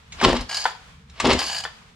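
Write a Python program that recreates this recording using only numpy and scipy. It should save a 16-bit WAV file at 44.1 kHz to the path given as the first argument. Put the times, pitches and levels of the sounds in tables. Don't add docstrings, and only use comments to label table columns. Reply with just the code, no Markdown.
import sys
import numpy as np
from scipy import signal
from scipy.fft import rfft, irfft
from scipy.io import wavfile
from scipy.ndimage import uniform_filter1d, map_coordinates

SR = 44100
rng = np.random.default_rng(int(sys.argv[2]) if len(sys.argv) > 2 else 0)


def unload_wav(signal):
    wavfile.write(
        sys.argv[1],
        SR,
        np.round(np.clip(np.atleast_2d(signal).T, -1, 1) * 32767).astype(np.int16),
    )


def invert_db(x):
    u = np.asarray(x, float) / 20
    return 10 ** u


N = 85995
T = np.arange(N) / SR


def unit_rms(x):
    return x / np.sqrt(np.mean(x ** 2))


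def high(x, hz):
    return signal.sosfilt(signal.butter(2, hz, "high", fs=SR, output="sos"), x)


def resonance(x, hz, width_hz):
    return signal.lfilter(*signal.iirpeak(hz, hz / width_hz, SR), x)


def body(x, modes, widen, skirt_db):
    out = 0
    for k, (hz, width_hz, db) in enumerate(modes):
        width = width_hz * widen
        peak = resonance(x, hz, width) / np.sqrt(width)
        skirt = resonance(x, hz, hz / 2) / np.sqrt(hz / 2)
        out = out + (-1) ** k * invert_db(db) * (peak + invert_db(skirt_db) * skirt)
    return out


def colour(x, points):
    f, db = np.array(points).T
    hz = np.fft.rfftfreq(x.shape[-1], 1 / SR) + 1
    gain = invert_db(np.interp(np.log(hz), np.log(f), db))
    return unit_rms(irfft(rfft(x) * gain, x.shape[-1]))


def curve(tables, column):
    gain = 0
    for table in tables:
        points = np.array(table)
        gain = gain + invert_db(np.interp(T, points[:, 0], points[:, column], -120, -120))
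    return gain


def grit(spread_db):
    size_db = np.minimum(spread_db * rng.exponential(size=N), 24)
    return unit_rms(rng.standard_normal(N) * invert_db(size_db))


def walk(rate_hz):
    k = int(SR / rate_hz)
    steps = np.repeat(rng.standard_normal(N // k + 1), k)
    return 1.27 * uniform_filter1d(uniform_filter1d(steps, k), k)[:N]


def strikes(times, dbs, decays):
    rise_s = 0.0015
    out = np.zeros(N)
    for start, db, decay_s in zip(times, dbs, decays):
        u = np.maximum(T - start, 0)
        out += invert_db(db) * (1 - np.exp(-u / rise_s)) * np.exp(-u / decay_s)
    return out


# [t/s, level/dB]
SLEEVE_LEVEL = [
    (0, -53),
    (.1, -55),
    (.15, -44.5),
    (.75, -50),
    (.88, -49.5),
    (1.06, -59),
    (1.15, -52.5),
    (1.75, -49),
    (1.95, -56),
]
# [f/Hz, level/dB per Hz]
CLOTH_SPECTRUM = [(180, -1), (300, -7.5), (459, -2), (550, -4.5), (1040, 1), (3380, -3.5), (8190, -15.5),
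                  (15000, -35)]
# [f/Hz, level/dB]
YARD_SPECTRUM = [(12, -36), (20, -19), (70, 6), (97, -5.5), (176, -3), (241, -11.5), (344, -39), (464, -15),
                 (600, -67), (780, -65), (1320, -120)]


def background():
    yard_db, swell_db = -52.5, 2.5
    friction = np.array([grit(0.5), grit(0.61)])
    cloth = colour(friction, CLOTH_SPECTRUM) * invert_db(0.61 * walk(27.1)) * curve([SLEEVE_LEVEL], column=1)
    rumble = colour(rng.standard_normal(N), YARD_SPECTRUM + [(900, -80)])
    return cloth + rumble * invert_db(yard_db + swell_db * walk(12.04))


# [t/s, peak level/dB, low share level/dB, length/s]
CLACKS = [(0.1208, -27, -22.5, 0.011), (0.2113, -21.5, 15.5, 0.0085), (0.2364, -7.5, -5.5, 0.0045),
          (0.2878, -17.5, 7, 0.0065), (0.3284, -18, 14, 0.0026), (0.351, -28, 15, 0.0049),
          (0.366, -20, -19, 0.0045), (1.097, -34.5, -14, 0.0047), (1.199, -9, 2, 0.0065),
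          (1.2683, -6.5, 0.5, 0.0031), (1.3294, -6.5, 0, 0.0051)]
# [f/Hz, width/Hz, level/dB]
HOUSING_MODES = [(852, 183, 2.5), (1197, 67, 3.5), (1708, 99, -0.5), (2173, 39, 2), (2710, 100, 2.5),
                 (3500, 130, 4), (4210, 160, 3), (5080, 180, 1), (6300, 900, -6.5), (9600, 900, -19.5)]
# [t/s, gas level/dB, rattle level/dB, body heave level/dB]
PULLS = [
    [(.16, -72, -64.5, -49), (.2, -52, -32, -53), (.235, -21.5, -25, -42), (.255, -22, -21, -21),
     (.31, -23, -28, -29), (.37, -31.5, -32.5, -38), (.42, -42, -37.5, -35), (.48, -73, -82, -57)],
    [(1.14, -70, -60.5, -70), (1.19, -65, -45.5, -60), (1.225, -43.5, -35, -43), (1.25, -19.5, -27, -30.5),
     (1.32, -20, -17.5, -27.5), (1.37, -29.5, -31.5, -31.5), (1.41, -57, -27.5, -52),
     (1.48, -46, -42.5, -62)],
]
# [t/s, level/dB]
CORD_SNAPS = [
    (.205, -25.5),
]


def flywheel():
    rattle = unit_rms(body(grit(4.13), HOUSING_MODES, 4.7, 2))
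    rattle = rattle * invert_db(3.6 * walk(90)) * curve(PULLS, column=2)

    times, db, low_db, length_s = np.array(CLACKS).T
    bright = body(grit(1.35) * strikes(times, db, length_s), HOUSING_MODES[3:] + PAWL_MODES[3:5], 2.3, 0)
    dull = body(grit(6.0) * strikes(times, db + low_db, length_s), HOUSING_MODES[:3], 2.3, -11.5)
    clacks = high(invert_db(25) * bright + invert_db(28) * dull, 330)

    snap_hz, rise_hz_per_s, snap_s = 2380, 53000, 0.0053
    snap = np.zeros(N)
    for centre, snap_db in CORD_SNAPS:
        u = T - centre
        cycles = u * (snap_hz + rise_hz_per_s / 2 * u)
        snap += invert_db(snap_db) * np.exp(-(u / snap_s) ** 2) * np.sin(2 * np.pi * cycles)
    return rattle + clacks + snap * invert_db(5.3 * walk(500))


# [t/s, peak level/dB, push length/ms]
PUFFS = [(0.247, -3.5, 0.47), (0.261, -0.5, 0.75), (0.285, -1.5, 0.61), (0.3, -3, 0.54), (0.331, -3, 0.37),
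         (0.342, -6.5, 0.5), (0.358, -16, 0.59), (0.415, -24.5, 0.87), (1.245, -3.5, 0.48),
         (1.263, -11.5, 0.54), (1.266, -7.5, 0.34), (1.279, -6, 0.63), (1.298, -1, 0.37),
         (1.311, -1.5, 0.48), (1.349, -9.5, 0.7), (1.36, -12.5, 0.31)]
# [f/Hz, width/Hz, level/dB]
MUFFLER_MODES = [(246.3, 12.3, 3), (401, 35, -0.5), (522, 80, -3.5), (722, 90, -6.5), (925, 59, -11.5)]


def piston():
    push = np.zeros(N)
    for start, db, length_ms in PUFFS:
        u = (T - start - .001) * 1000 / length_ms
        push += invert_db(db) * u * np.exp(-u ** 2)
    ring = body(push, MUFFLER_MODES, 0.74, -23.5)
    puffs = 1.14 * push + 0.29 * ring * np.abs(push).max() / np.abs(ring).max()

    gas = unit_rms(body(grit(2.84), MUFFLER_MODES, 1.45, -3.5))
    gas = gas * invert_db(2.4 * walk(70)) * curve(PULLS, column=1)

    heave_hz = 55
    heave = resonance(resonance(rng.standard_normal(N), heave_hz, 57), heave_hz, 78)
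    return puffs + gas + unit_rms(heave) * curve(PULLS, column=3)


# [t/s, peak level/dB, low share level/dB]
TEETH = [(0.408, -23, -23), (0.4374, -51, -5), (0.4919, -20.5, -8), (0.5115, -20.5, -5), (0.5265, -19, -8),
         (0.5435, -16, -11.5), (0.5554, -22.5, -9), (0.5682, -15, -8.5), (0.581, -20.5, -8),
         (0.5954, -21.5, -14), (0.6015, -21.5, -14), (0.6148, -19, -15), (0.6394, -20.5, -9.5),
         (1.3898, -16, -2), (1.4004, -18, -11), (1.4243, -17.5, -11.5), (1.4394, -21.5, -12),
         (1.4512, -25.5, -16), (1.4634, -16, -21), (1.4803, -19, -9.5), (1.4974, -20.5, -3.5),
         (1.5138, -22.5, -3.5), (1.5285, -19, -7.5), (1.546, -18.5, -7), (1.5635, -19.5, -9),
         (1.5812, -18.5, -13), (1.6012, -23.5, -8), (1.6366, -21, -4.5)]
# [f/Hz, width/Hz, level/dB]
PAWL_MODES = [(4300, 140, 0), (4735, 200, 6.5), (5110, 100, -1), (6690, 134, -2), (8700, 120, -12),
              (11500, 1700, -18.5)]
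# [f/Hz, width/Hz, level/dB]
SPOOL_MODES = [(761, 190, 1.5), (1120, 230, -0.5), (1650, 43, 2), (2276, 190, 0), (2970, 300, 3.5)]
# [t/s, level/dB]
REWINDS = [
    [(.485, -53), (.495, -36), (.58, -37), (.64, -35), (.72, -47)],
    [(1.37, -50), (1.39, -31.5), (1.5, -33.5), (1.61, -35.5), (1.63, -51), (1.7, -72)],
]


def tooth_hits(times, dbs):
    decay_s, bounce_s, bounce_db = np.full(len(times), .003), .005, -8
    clicks = strikes(times, dbs, decay_s)
    bounces = strikes(times + bounce_s, dbs + bounce_db, decay_s)
    return grit(1.6) * (clicks + bounces)


def ratchet():
    times, db, low_db = np.array(TEETH).T
    scatter_db = 2 * rng.standard_normal((12, len(times)))
    pawls = spool = 0
    for k, mode in enumerate(PAWL_MODES):
        pawls = pawls + body(tooth_hits(times, db + scatter_db[k]), [mode], 1.0, -15)
    for k, mode in enumerate(SPOOL_MODES):
        spool = spool + body(tooth_hits(times, db + low_db + scatter_db[-k - 1]), [mode], 0.73, -8)

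    pawl_slide = unit_rms(body(grit(2.3), PAWL_MODES, 1.5, 0))
    spool_slide = unit_rms(body(grit(3.3), SPOOL_MODES, 1.4, 0))
    slide = unit_rms(pawl_slide + invert_db(0.5) * spool_slide) * curve(REWINDS, column=1)
    return high(invert_db(33) * pawls + invert_db(35.5) * spool + slide, 550)


# [t/s, peak level/dB, upper modes level/dB, contact/s]
KNOCKS = [
    (0.6543, -10.5, -3.5, 0.0046),
    (1.6513, -22.5, 3, 0.0016),
]
# [f/Hz, level/dB, t60/s]
HANDLE_MODES = [(745, -6.5, 0.024), (935, 0, 0.0089), (1483, -7.5, 0.021), (458, -17, 0.054),
                (1760, -4.5, 0.024), (3420, -6.5, 0.014)]


def handle():
    rise_s = 0.00068
    out = np.zeros(N)
    for start, db, upper_db, contact_s in KNOCKS:
        for late_s, hop_db, lift_db in [(0, -0.5, 4.5), (.008, -14, 10)]:
            u = np.maximum(T - start - late_s, 0)
            for k, (hz, mode_db, t60_s) in enumerate(HANDLE_MODES):
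                held_s = contact_s * (k < 3)
                decay = np.exp(-np.log(1000) * np.maximum(u - held_s, 0) / t60_s)
                shape = np.minimum(u / rise_s, 1) * decay
                peak_db = db + hop_db + mode_db + (upper_db + lift_db) * (k > 1)
                out += (-1) ** k * invert_db(peak_db) * np.sin(2 * np.pi * hz * u) * shape
    times, dbs = np.array(KNOCKS).T[:2]
    rattle = unit_rms(resonance(resonance(grit(2.3), 1100, 1600), 980, 2500))
    rattle = rattle * strikes(times, dbs, [.02, .02])
    return high(out + invert_db(-11.5) * rattle, 355)


# [f/Hz, t60/s, level/dB]
SHED_BANDS = [(158.4, 0.19, 0), (508, 0.27, 3.5), (1500, 0.3, -1.5), (4000, 0.39, -0.5), (10000, 0.2, 4)]


def unit_energy(response):
    return response / np.sqrt(np.sum(response ** 2) / 2)


def shed(x):
    shed_db, first_wall_s = -8, 0.0053
    near_db, near_hz, near_t60_s = -4, 5500, .03
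    u = T[:SR // 2]
    tail = 0
    for hz, t60_s, db in SHED_BANDS:
        mid, side = resonance(rng.standard_normal((2, len(u))), hz, hz * 1.4)
        spread = min(hz / 2500, 1) * side * np.array([[1], [-1]])
        tail = tail + invert_db(db) * (mid + spread) * np.exp(-np.log(1000) * u / t60_s)
    tail = tail * (u > first_wall_s)
    near = high(rng.standard_normal((2, len(u))), near_hz)
    near = near * np.exp(-np.log(1000) * u / near_t60_s) * (u > .0007)
    response = invert_db(shed_db) * unit_energy(tail) + invert_db(near_db) * unit_energy(near)
    return signal.fftconvolve(x[None], response, axes=1)[:, :N]


def ports(x):
    lag_s, left_db, top_side_db, top_side_hz = 4.5e-5, 2, -5, 6000
    hz = np.fft.rfftfreq(N, 1 / SR)
    tilt_db = left_db + top_side_db * hz ** 2 / (hz ** 2 + top_side_hz ** 2)
    phase = np.pi * hz * lag_s / np.sqrt(1 + (hz / 6000) ** 2)
    turn = invert_db(tilt_db / 2) * np.exp(-1j * phase)
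    return irfft(rfft(x) * np.array([turn, 1 / turn]), N)


def scene():
    saw = piston() + flywheel() + ratchet()
    saw = signal.sosfilt(signal.butter(3, 10230, fs=SR, output="sos"), saw)
    knock = handle()
    left, right = ports(saw + knock + shed(saw + invert_db(0.5) * knock))
    sway_s = 2.2e-5 * walk(14.08)
    right = map_coordinates(right, [(T + sway_s) * SR], mode="mirror")
    return np.array([left, right]) + background()


def low_pass(x):
    return signal.sosfilt(signal.butter(12, 16500, fs=SR, output="sos"), x)


def record(dry):
    return low_pass(dry)


dry = scene()
out = record(dry)
unload_wav(out)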